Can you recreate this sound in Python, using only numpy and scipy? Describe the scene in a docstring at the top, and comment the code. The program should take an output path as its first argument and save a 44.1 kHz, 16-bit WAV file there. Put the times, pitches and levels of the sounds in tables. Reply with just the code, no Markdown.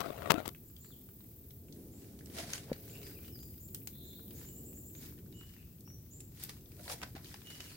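"""A leaf scrapes over the left microphone and flicks off it: grainy friction noise, short bursts and air taps.
Someone edges through dry brush with a handheld camera: crackle swishes and crunches, noise bursts snap as
twigs, and damped sines bump the camera. Small birds (gliding sines) and bush crickets (pulsed high noise) sing
over a far drone of wavering tones, a deep rumble, a swelling low rush and a thin hiss (shaped noise)."""
import sys
import numpy as np
from scipy import signal
from scipy.fft import rfft, irfft, next_fast_len
from scipy.io import wavfile
from scipy.ndimage import uniform_filter1d, map_coordinates

SR = 44100
rng = np.random.default_rng(int(sys.argv[2]) if len(sys.argv) > 2 else 0)


def master_out(mix):
    """Clip the mix to full scale and print it as 16-bit PCM to the path in sys.argv[1]."""
    frames = np.transpose(np.atleast_2d(mix))
    ceiling = np.clip(frames, -1, 1)
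    pcm = np.round(ceiling * 32767).astype(np.int16)
    wavfile.write(sys.argv[1], SR, pcm)


N = 342216
TIME_S = np.arange(N) / SR


def amp(db):
    """Decibels to gain."""
    return 10 ** (np.asarray(db) / 20)


def unit(x):
    """Scale to rms 1."""
    return x / np.sqrt(np.mean(x ** 2) + 1e-20)


def along(points, hz):
    """Interpolate (f/Hz, value) points on a log frequency axis."""
    f, value = np.transpose(points)
    return np.interp(np.log(hz + 1), np.log(f + 1), value)


def tilt(tilt_db, hz):
    """Treble tilt in dB: tends to tilt_db per octave at high f, flattens in the bass."""
    return tilt_db * np.log2(hz / 1000 + .5)


def wobble(rate_hz, size=N):
    """Smooth random curve, rate_hz knots per second."""
    knots = rng.standard_normal(int(size * rate_hz / SR) + 4)
    return map_coordinates(knots, [np.arange(size) * rate_hz / SR])


def swells(rows, rest_db=-120):
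    """Level in dB of exponential swells (t/s, level/dB, rise/s, fall/s), power-summed on a resting level."""
    t = np.arange(0, N, 32) / SR
    power = amp(rest_db) ** 2
    for s, db, rise_s, fall_s in rows:
        power = power + (amp(db) * np.exp(np.minimum((t - s) / rise_s, (s - t) / fall_s))) ** 2
    return np.interp(TIME_S, t, 10 * np.log10(power))


def filtered(x, gain):
    """Multiply the spectrum of x by gain(hz)."""
    n = x.shape[-1]
    m = next_fast_len(n + 4096, real=True)
    return irfft(rfft(x, m) * gain(np.fft.rfftfreq(m, 1 / SR)), m)[..., :n]


def pan(db):
    """Left and right gains, mean 1, for a left-minus-right level difference."""
    g = amp([[db / 2], [-db / 2]])
    return g / g.mean()


def add(track, s, sound):
    """Mix a sound into a track from time s, clipped to the track."""
    start = round(s * SR)
    part = sound[..., max(-start, 0):max(N - start, 0)]
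    track[..., max(start, 0):][..., :part.shape[-1]] += part


# left-right correlation: (f/Hz, correlation 0-1)
STEREO_CORRELATION = [(60, 1), (290, 0.94), (640, 0.69), (1400, 0.22), (3000, 0.0056)]


def spread(pair, spectrum, tilt_db=0):
    """Colour two unrelated signals into stereo of rms 1: bass shared, treble not."""
    def gain(hz):
        turn = np.arccos(np.clip(along(STEREO_CORRELATION, hz), -1, 1)) / 2
        return amp(along(spectrum, hz) + tilt(tilt_db, hz)) * [np.cos(turn), np.sin(turn)]
    mid, side = filtered(pair, gain)
    return unit(np.array([mid + side, mid - side]))


def crackle(size, rate_hz, scatter_db, smooth):
    """Tiny fractures of uneven strength, each a brief shiver, on a bed of sliding noise; two channels."""
    hits = rng.random(size) < rate_hz / SR
    strength = hits * amp(scatter_db * np.clip(rng.standard_normal(size), -2, 2))
    power_decay_s = .0004
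    shiver = np.sqrt(signal.lfilter([1], [1, -np.exp(-1 / (power_decay_s * SR))], strength ** 2))
    return unit(shiver * rng.standard_normal((2, size))) + smooth * rng.standard_normal((2, size))


def patches(x, depth_db, size=128):
    """Shifting resonances of flexing matter: smoothed random gain over time and frequency; rms 1."""
    z = signal.stft(x, nperseg=size)[2]
    field = uniform_filter1d(rng.standard_normal(z.shape[-2:]), 2, 0)
    field = uniform_filter1d(field, 5, 1)
    gain = amp(depth_db * np.clip(unit(field), -2, 2))
    return unit(signal.istft(z * gain, nperseg=size)[1][..., :x.shape[-1]])


def echo(x, t60_s, onset_s):
    """Diffuse answer of the surrounding growth: decaying noise, different on each side."""
    t = np.arange(int(SR * t60_s) + 2) / SR
    tail = rng.standard_normal((2, len(t))) * amp(-60 * t / t60_s) * (1 - np.exp(-t / onset_s))
    return signal.fftconvolve(np.atleast_2d(x), tail / np.linalg.norm(tail[0]), axes=1)[:, :N]


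# resonances of the leaf on the microphone port: (f/Hz, width/Hz, lift/dB)
PORT_RESONANCES = [(687, 78, 6), (936, 40, 1.5), (1130, 80, 6), (1370, 35, 2.5), (1450, 35, 2),
                   (1880, 60, 4), (2150, 66, 3), (2600, 76, 0.5), (3540, 600, 0)]


def port_colour(x, spectrum, tilt_db=0):
    """Contact sound through the resonant leaf and microphone port, rms 1."""
    def gain(hz):
        lift_db = sum(db / (1 + (2 * (hz - f) / width) ** 2) for f, width, db in PORT_RESONANCES)
        return amp(along(spectrum, hz) + lift_db + tilt(tilt_db, hz))
    return unit(filtered(x, gain))


# leaf resting on the microphone until it slides off
CONTACT_DB, RELEASE_S, RELEASE_FALL_S = -45.5, .475, 0.021
# harder drags: (t/s, level/dB, rise/s, fall/s)
HARD_DRAGS = [(.004, -30, 0.0058, 0.0041), (.055, -36, 0.027, 0.037), (.272, -35, .025, 0.032),
              (.325, -32, .015, 0.02), (.385, -32.5, 0.018, .012)]
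# sliding leaf spectrum: (f/Hz, relative density/dB)
DRAG_SPECTRUM = [(50, -22.5), (250, 7), (560, 8), (1000, -1), (1350, 2), (1750, -7), (2500, -8),
                 (3900, -11.5), (5500, -23.5), (10000, -22), (15500, -33.5)]
# leaf catching and flicking: (t/s, level/dB, Gaussian sigma/s, treble tilt/dB per octave)
LEAF_FLICKS = [(.006, -24, 0.00067, 7), (0.013, -32, 0.0056, 2), (0.2218, -29, 0.00048, 0.5),
               (.3045, -19.5, 0.0027, -0.5), (0.3071, -13.5, 0.0024, 2), (.3105, -20.5, 0.0025, 1),
               (0.3207, -14.5, 0.00011, 8.5), (.3413, -27, 0.00046, -2.5), (0.459, -34, 0.0026, 3),
               (0.4794, -20, 0.00058, 11), (.491, -36, 0.0018, 6)]
# flick spectrum before tilt: (f/Hz, relative density/dB)
FLICK_SPECTRUM = [(30, -16.5), (120, 5.5), (300, -0.5), (500, -3.5), (700, -7), (1000, -1), (1250, -1),
                  (1750, -10.5), (2400, -10.5), (3900, -15.5), (6000, -24), (10000, -30), (15500, -31)]
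# leaf edge tapping the port: (t/s, peak/dB, decay/s)
PORT_TAPS = [(0.3187, -3.5, 0.00044), (0.3422, -16.5, 0.0015)]


def leaf_on_microphone():
    """A leaf drags over the left port, sticks and slips free; little of it leaks to the right one."""
    touching = np.exp(-np.maximum(TIME_S - RELEASE_S, 0) / RELEASE_FALL_S)
    grains = crackle(N, rate_hz=650, scatter_db=5.0, smooth=0.6)[0]
    friction = port_colour(patches(grains, depth_db=4.0, size=512), DRAG_SPECTRUM)
    left = touching * amp(swells(HARD_DRAGS, CONTACT_DB) + 0.74 * wobble(90)) * friction
    t = np.arange(-SR // 20, SR // 20) / SR
    for s, db, sigma_s, tilt_db in LEAF_FLICKS:
        shape = np.exp(-.5 * (t / sigma_s) ** 2)
        slip = port_colour(shape * rng.standard_normal(len(t)), FLICK_SPECTRUM, tilt_db)
        add(left, s + t[0], amp(db) * slip * np.sqrt(np.mean(shape ** 2)))
    for s, db, decay_s in PORT_TAPS:
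        u = t[t >= 0] / decay_s
        add(left, s, amp(db) * (1 - u) * np.exp(-u))  # a push of air and its rebound
    leak_db = [(100, -20), (1300, -49.5), (5000, -35), (14000, -24.0)]  # (f/Hz, gain/dB)
    right = filtered(left, lambda hz: amp(along(leak_db, hz)))
    return np.array([left, right])


# dull bumps on the camera: (t/s, left-right mean peak/dB, f/Hz, t60/s, left minus right/dB)
CAMERA_BUMPS = [(0.308, -30, 152, 0.055, 27), (.319, -38, 375, 0.053, 34), (.341, -30.5, 315, 0.064, 40),
                (0.379, -30, 248, 0.015, 42), (.478, -32, 285.3, 0.012, 25), (2.7165, -26, 514, 0.021, 4),
                (2.7152, -28.5, 233, 0.029, 1.5), (2.7202, -37, 157, 0.053, 0), (7.15, -39, 266, 0.022, 1)]


def bumps():
    """Soft knocks set the camera body swinging for a few cycles: damped sines."""
    out, t = np.zeros((2, N)), np.arange(SR // 8) / SR
    for s, db, hz, t60_s, lean_db in CAMERA_BUMPS:
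        onset = (1 - np.exp(-t / 0.00071)) ** 2
        swing = np.sin(2 * np.pi * hz * t) * amp(-60 * t / t60_s) * onset
        add(out, s, -amp(db) * pan(lean_db) * swing / abs(swing).max())
    return out


CALM_DB, STIR_FLUTTER_DB = -88, 6  # foliage left alone; leaves catch and let go
# swells of stirring foliage, before flutter: (t/s, level/dB, rise/s, fall/s)
FOLIAGE_STIRS = [(.1, -66, .2, .25), (2.0, -69, .08, .07), (2.58, -54, .2, .1), (2.97, -58.5, .08, .28),
                 (4.4, -73, .5, .5), (5.05, -67, .1, .14), (5.47, -64.5, .12, .18), (6.5, -65, .14, .2),
                 (6.87, -59.5, .1, .17), (7.3, -60, .09, .1), (7.52, -57.5, .08, .25)]
SWISH_GAIN_DB = 4
# leaves sweeping past: (t/s, level/dB before SWISH_GAIN_DB, rise/s, fall/s, treble tilt/dB per octave)
LEAF_SWISHES = [(.463, -57.5, .008, .012, 1.5), (2.388, -46.5, 0.028, 0.05, -1.4),
                (2.536, -47, 0.033, 0.032, -0.4), (6.435, -51, 0.03, 0.023, 1),
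                (6.495, -47.5, 0.0036, 0.0085, -2), (6.86, -57, 0.06, 0.02, 4.5),
                (6.898, -43.5, 0.0017, 0.0056, -2.5), (6.922, -42.5, 0.02, 0.015, 2),
                (7.033, -41, 0.0037, 0.0047, -6), (7.154, -56.5, .001, 0.026, -7),
                (7.343, -48, 0.00061, .003, -8), (7.604, -46.5, .001, 0.0037, -4.5)]
# leaf spectrum: (f/Hz, relative density/dB)
LEAF_SPECTRUM = [(150, -25.5), (450, -12.5), (700, -7.5), (1200, -4), (1750, 0.5), (2300, 0), (2900, -2.5),
                 (3700, 0.5), (5000, 2), (7000, -2), (10000, -1), (15500, -9.5)]


def foliage():
    """Leaves stir in clumps of fine crackle and swell into a swish where one sweeps past."""
    grains = spread(crackle(N, rate_hz=710, scatter_db=1, smooth=1.0), LEAF_SPECTRUM)
    stir = patches(grains, depth_db=2.0, size=256)
    flutter_db = STIR_FLUTTER_DB * wobble(11) + 0.92 * wobble(70)
    out = amp(swells(FOLIAGE_STIRS, CALM_DB) + flutter_db) * stir
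    t = np.arange(-SR // 5, SR // 4) / SR
    for s, db, rise_s, fall_s, tilt_db in LEAF_SWISHES:
        swell = np.exp(np.minimum(t / rise_s, -t / fall_s)) * amp(1.5 * wobble(153, len(t)))
        grains = spread(crackle(len(t), rate_hz=710, scatter_db=-1, smooth=1.0), LEAF_SPECTRUM, tilt_db)
        swish = swell * patches(grains, depth_db=0.5, size=256)
        add(out, s + t[0], amp(db + SWISH_GAIN_DB) * swish)
    return out


STEP_FALL_S = 0.033  # the crunch dies once the weight has settled
SHUFFLE_DB = -14  # litter shifting underfoot, relative to the stirring
# feet pressing into the leaf litter: (t/s, level/dB, rise/s)
FOOTSTEPS = [(2.385, -48.5, 0.022), (2.53, -53.5, 0.038), (2.7, -52, 0.019), (6.8, -59.5, .025),
             (6.9, -45.5, 0.023), (7.03, -55, 0.024), (7.16, -61.5, .015)]
# crushed litter spectrum: (f/Hz, relative density/dB)
LITTER_SPECTRUM = [(200, -10), (450, -3.5), (660, 6), (880, -3.5), (1200, -11), (1850, -11.5), (2600, -15),
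                   (5000, -28), (10000, -50.5)]


def tread():
    """Weight settles on the litter: a dull, grainy crunch, with a faint shuffle while the foliage stirs."""
    steps = amp(swells([(s, db, rise_s, STEP_FALL_S) for s, db, rise_s in FOOTSTEPS]))
    shuffle = amp(swells(FOLIAGE_STIRS, CALM_DB) + SHUFFLE_DB)
    grains = spread(crackle(N, rate_hz=900, scatter_db=3, smooth=0.71), LITTER_SPECTRUM)
    crunch = patches(grains, depth_db=6.0, size=512)
    return np.hypot(steps, shuffle) * amp(1.5 * wobble(54)) * crunch


TICK_COUNT, TICK_HZ, TICK_OCTAVES = 140, 2097, .4  # middle pitch and its spread
# level at mean stirring before SNAP_GAIN_DB, dB per dB of stirring, spread
TICK_DB, TICK_FOLLOW, TICK_SCATTER_DB = -55, .45, 3.5


def ticks():
    """Small ticks (t/s, level/dB, f/Hz) come thicker and louder while the foliage stirs."""
    stir_db = swells(FOLIAGE_STIRS, CALM_DB)
    busy_db = TICK_FOLLOW * (stir_db - stir_db.mean())
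    due = np.cumsum(amp(busy_db))
    quantiles = (np.arange(TICK_COUNT) + rng.random(TICK_COUNT)) / TICK_COUNT
    times_s = np.interp(quantiles, due / due[-1], TIME_S)
    size, thinness = np.clip(rng.standard_normal((TICK_COUNT, 2)), -2, 2).T
    levels_db = TICK_DB + busy_db[(times_s * SR).astype(int)] + TICK_SCATTER_DB * size
    return list(zip(times_s, levels_db, TICK_HZ * 2 ** (TICK_OCTAVES * thinness)))


SNAP_GAIN_DB = 3
# twigs and brittle leaves snapping: (t/s, peak level/dB before SNAP_GAIN_DB and pan, f/Hz)
TWIG_SNAPS = [(.548, -47, 1930), (.765, -47.5, 3020), (.846, -49, 2000), (1.089, -53.5, 1600),
              (1.206, -53.5, 2490), (1.507, -49, 3080), (1.725, -45.5, 5500), (2.259, -44, 6000),
              (2.386, -35.5, 2000), (2.534, -24.5, 2200), (2.73, -38.5, 2600), (3.746, -29.5, 13000),
              (3.747, -39, 4020), (3.873, -32.5, 4000), (3.874, -31.5, 12600), (4.308, -45.5, 2350),
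              (4.951, -46.5, 2470), (5.807, -47.5, 7200), (6.205, -37, 7400), (6.437, -27.5, 11580),
              (6.879, -37, 1460), (6.899, -33, 1970), (7.017, -37, 1730), (7.152, -47, 1300),
              (7.245, -41.5, 2970), (7.342, -40.5, 3000), (7.505, -40, 4500), (7.605, -33.5, 2540)]


def twigs():
    """Each snap is a band-passed sharp crack and a brief shiver; thinner twigs sound higher."""
    out, t = np.zeros((2, N)), np.arange(SR // 12) / SR
    for s, db, pitch_hz in list(TWIG_SNAPS) + ticks():
        noise = patches(rng.standard_normal((2, len(t))), depth_db=6.0)
        burst = noise * (amp(-60 * t / 0.02) + amp(-18 - 60 * t / 0.1))
        width_hz = min(1.1 * pitch_hz, 4000)

        def resonance(hz):
            damping = 1j * hz * width_hz
            return damping / (pitch_hz ** 2 - hz ** 2 + damping)
        crack = filtered(burst, resonance)
        add(out, s, amp(db + SNAP_GAIN_DB) * crack / abs(crack).max())
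    return out * pan(1.1)


# all bird levels are at the source, before the distance gains in birds()
TSIP_FROM_HZ, TSIP_TO_HZ, TSIP_S, TSIP_RASP = 6850, 7500, 0.085, .9  # one small bird's thin rising call
TSIP_WANDER_HZ = 111  # no two calls sit at quite the same pitch
# its single calls: (t/s, source level/dB)
TSIP_CALLS = [(0.639, -69), (0.787, -61.5), (1.912, -63), (2.874, -57), (3.376, -62.5), (3.595, -59.5),
              (4.03, -62.5), (5.335, -61.5), (6.106, -55)]
# a similar call, run together; loudest and highest in the middle
TRILL_NOTES, TRILL_START_S, TRILL_GAP_S, TRILL_NOTE_S = 7, 4.345, .098, .07
TRILL_DB, TRILL_ARCH_DB, TRILL_ARCH_HZ = -56, 2, 286
TRILL_FROM_HZ, TRILL_TO_HZ, TRILL_RASP = 6850, 7660, 0.93
WHISTLE_HZ, WHISTLE_S, WHISTLE_RASP = 2930, 0.14, 0.11  # a second bird holds one note...
# ...and ends on a softer, falling one
DROP_AFTER_S, DROP_S, DROP_TO_HZ, DROP_DB, DROP_RASP = .21, .1, 2520, -8, .4
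# its phrases: (t/s, source level/dB)
WHISTLE_PHRASES = [(4.44, -71), (5.325, -60.5), (7.44, -53.5)]
# slurs and buzzes of other birds: (t/s, length/s, start f/Hz, end f/Hz, source level/dB, rasp 0-1)
BIRD_SLURS = [(.81, .12, 4000, 4380, -71, .9), (.909, 0.037, 3900, 3065, -65, .3),
              (2.922, .064, 2590, 2794, -59, 0.46), (3.03, 0.065, 5130, 4750, -60, 0.2),
              (3.141, 0.059, 2880, 2310, -62.5, 0.02), (3.239, .054, 2880, 2950, -63, 0.4),
              (3.317, .06, 5520, 4810, -58, 0.2), (3.37, 0.074, 4800, 4845, -59.5, 0.19),
              (3.909, 0.32, 3790, 3810, -61.5, 0.71), (5.844, 0.11, 5440, 5910, -60.5, .25),
              (7.69, 0.12, 4500, 4670, -60, 0.64)]


def notes():
    """Bird notes (t/s, length/s, start f/Hz, end f/Hz, level/dB, rasp): calls, trill, phrases, slurs."""
    rows = []
    for s, db in TSIP_CALLS:
        lift_hz = TSIP_WANDER_HZ * rng.standard_normal()
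        rows.append((s, TSIP_S, TSIP_FROM_HZ + lift_hz, TSIP_TO_HZ + lift_hz, db, TSIP_RASP))
    for k, edge in enumerate(np.linspace(-1, 1, TRILL_NOTES) ** 2):
        s = TRILL_START_S + k * TRILL_GAP_S
        lift_hz = TSIP_WANDER_HZ * rng.standard_normal() - TRILL_ARCH_HZ * edge
        db = TRILL_DB - TRILL_ARCH_DB * edge
        rows.append((s, TRILL_NOTE_S, TRILL_FROM_HZ + lift_hz, TRILL_TO_HZ + lift_hz, db, TRILL_RASP))
    for s, db in WHISTLE_PHRASES:
        rows.append((s, WHISTLE_S, WHISTLE_HZ, WHISTLE_HZ, db, WHISTLE_RASP))
        rows.append((s + DROP_AFTER_S, DROP_S, WHISTLE_HZ, DROP_TO_HZ, db + DROP_DB, DROP_RASP))
    return rows + list(BIRD_SLURS)


def birds():
    """Distant whistles slide and level off; a fast flutter of pitch makes them rasp."""
    song = np.zeros(N)
    for s, length_s, start_hz, end_hz, db, rasp in notes():
        size = int(length_s * SR)
        u = np.linspace(0, 1, size)
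        flutter_hz = 300 * np.sin(2 * np.pi * 135 * u * length_s) + 230 * wobble(900, size)
        glide_hz = end_hz + (start_hz - end_hz) * (1 - u) ** 1.6
        hz = glide_hz + rasp * flutter_hz + 18 * wobble(300, size)
        envelope = amp(db + 1.56 * wobble(56.7, size)) * np.sqrt(2 * abs(np.sin(np.pi * u)))
        add(song, s, envelope * np.sin(2 * np.pi * np.cumsum(hz) / SR))
    near_echo = amp(-4.5) * echo(song, t60_s=0.066, onset_s=0.0012)
    far_echo = amp(-6) * echo(song, t60_s=.55, onset_s=0.025)
    return amp(-7) * song + near_echo + far_echo


CRICKET_GAIN_DB, BOUT_RISE_S, BOUT_FALL_S = 4.5, 0.22, .1
# cricket rasp spectrum: (f/Hz, relative density/dB)
WING_SPECTRUM = [(5000, -44), (8000, -15), (10300, -15.5), (11100, -6), (11700, -6), (12300, -2.5),
                 (13200, 0), (15600, 2.5)]


def cricket(start_s, stop_s, db, stroke_hz, depth, lean_db):
    """One bout of a bush cricket: every wing stroke swells a very high rasp."""
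    singing = np.clip(np.minimum((TIME_S - start_s) / BOUT_RISE_S, (stop_s - TIME_S) / BOUT_FALL_S), 0, 1)
    phase = 2 * np.pi * np.cumsum(stroke_hz + .25 * wobble(1.496)) / SR
    strokes = unit(1 + np.clip(depth, 0, 1) * np.sin(phase))
    rasp = spread(rng.standard_normal((2, N)), WING_SPECTRUM)
    return amp(db + CRICKET_GAIN_DB) * singing * strokes * pan(lean_db) * rasp


# bush cricket bouts: (start t/s, stop t/s, level/dB before CRICKET_GAIN_DB and pan, stroke f/Hz,
# stroke depth 0-1, left minus right/dB)
CRICKET_BOUTS = [(-.3, 1.68, -59.5, 40, .42, 1.5), (-.3, 3.5, -69.5, 15.5, 0.29, 1.5),
                 (2.6, 5.2, -56.5, 40, .42, 1.5), (2.8, 8.7, -63.5, 26.9, .25, 7)]


def crickets():
    """Three singers, each at its own stroke rate; the loudest pauses and starts again."""
    return sum(cricket(*bout) for bout in CRICKET_BOUTS)


# faint far drone swell: (t/s, level/dB before each tone's own, rise/s, fall/s)
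DRONE_SWELL = [(3.03, -62, 0.88, 0.18)]
# its tones: (f/Hz, level/dB re swell)
DRONE_PARTIALS = [(410, 0.5), (447, -2), (544, -4), (668, -6), (813, -15.5)]


def drone():
    """A few far tones swell together, each wavering in pitch and level on its own."""
    swell_db = swells(DRONE_SWELL)
    out = 0
    for hz, db in DRONE_PARTIALS:
        level = amp(swell_db + db + 2 * wobble(2))
        out = out + level * np.sin(2 * np.pi * np.cumsum(hz + 5 * wobble(45)) / SR)
    return out


RUMBLE_GAIN_DB, HISS_DB = 3, -64
RUSH_DB = -60  # low rush between its swells, before wobble
SURGE_TILT_DB = 11  # treble tilt of the rush, dB per octave: minus for dark, plus for bright
# deep rumble: (t/s, level/dB before RUMBLE_GAIN_DB)
RUMBLE_LEVELS = [(0, -54.5), (1.05, -61.5), (2.4, -56), (7.76, -57.5)]
# slow swells of the low rush: (t/s, level/dB before wobble, half width/s, brightness 0-1)
RUSH_SURGES = [(1.93, -52.5, .22, .5), (2.379, -52.5, .2, .45), (3.2, -55.5, .35, .5),
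               (3.95, -59.5, .3, .25), (4.56, -53.5, 0.37, 0.5), (5.27, -55, .15, .05),
               (6.9, -61.5, 0.69, .7)]
# rumble, rush (before tilt) and hiss spectra: (f/Hz, relative density/dB)
RUMBLE_SPECTRUM = [(20, -17.5), (40, -11), (62, 0), (90, 2), (140, -0.5), (220, -10), (400, -24),
                   (900, -57)]
RUSH_SPECTRUM = [(80, -29), (180, -1.5), (270, 0.5), (390, -2.5), (520, -12.5), (750, -25), (1300, -47),
                 (3000, -61.5)]
HISS_SPECTRUM = [(600, -2.5), (1500, -7), (3000, -6), (5000, -3.5), (8000, -2), (11000, -12), (15500, 4.5)]


def background():
    """Shaped noise: a deep rumble, a low rush with darker or brighter slow swells, a thin even hiss."""
    power = np.full((2, N), amp(RUSH_DB) ** 2 / 2)  # dark, bright
    for s, db, width_s, brightness in RUSH_SURGES:
        shares = np.clip([[1 - brightness], [brightness]], 0, 1)
        power += shares * amp(db) ** 2 * np.exp(-((TIME_S - s) / width_s) ** 2)
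    dark, bright = np.sqrt(power) * amp(1.4 * wobble(8.7))

    def noise(spectrum, tilt_db=0):
        return spread(rng.standard_normal((2, N)), spectrum, tilt_db)
    rush = dark * noise(RUSH_SPECTRUM, -SURGE_TILT_DB) + bright * noise(RUSH_SPECTRUM, SURGE_TILT_DB)
    rumble_db = np.interp(TIME_S, *np.transpose(RUMBLE_LEVELS))
    rumble = amp(rumble_db + RUMBLE_GAIN_DB + 0.54 * wobble(5)) * noise(RUMBLE_SPECTRUM)
    hiss = amp(HISS_DB + .5 * wobble(3.9)) * noise(HISS_SPECTRUM)
    return pan(db=0.46) * (rumble + rush + hiss)


def scene():
    """Everything heard from among the branches."""
    brush = foliage() + tread() + twigs()
    brush_echo = amp(-9) * echo(brush, t60_s=0.18, onset_s=0.0036)
    near = leaf_on_microphone() + bumps() + brush + brush_echo
    return near + birds() + crickets() + drone() + background()


TOP_HZ = 15950


def record(dry):
    """The camera keeps nothing above its band limit."""
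    return filtered(dry, lambda hz: hz < TOP_HZ)


dry = scene()
out = record(dry)
master_out(out)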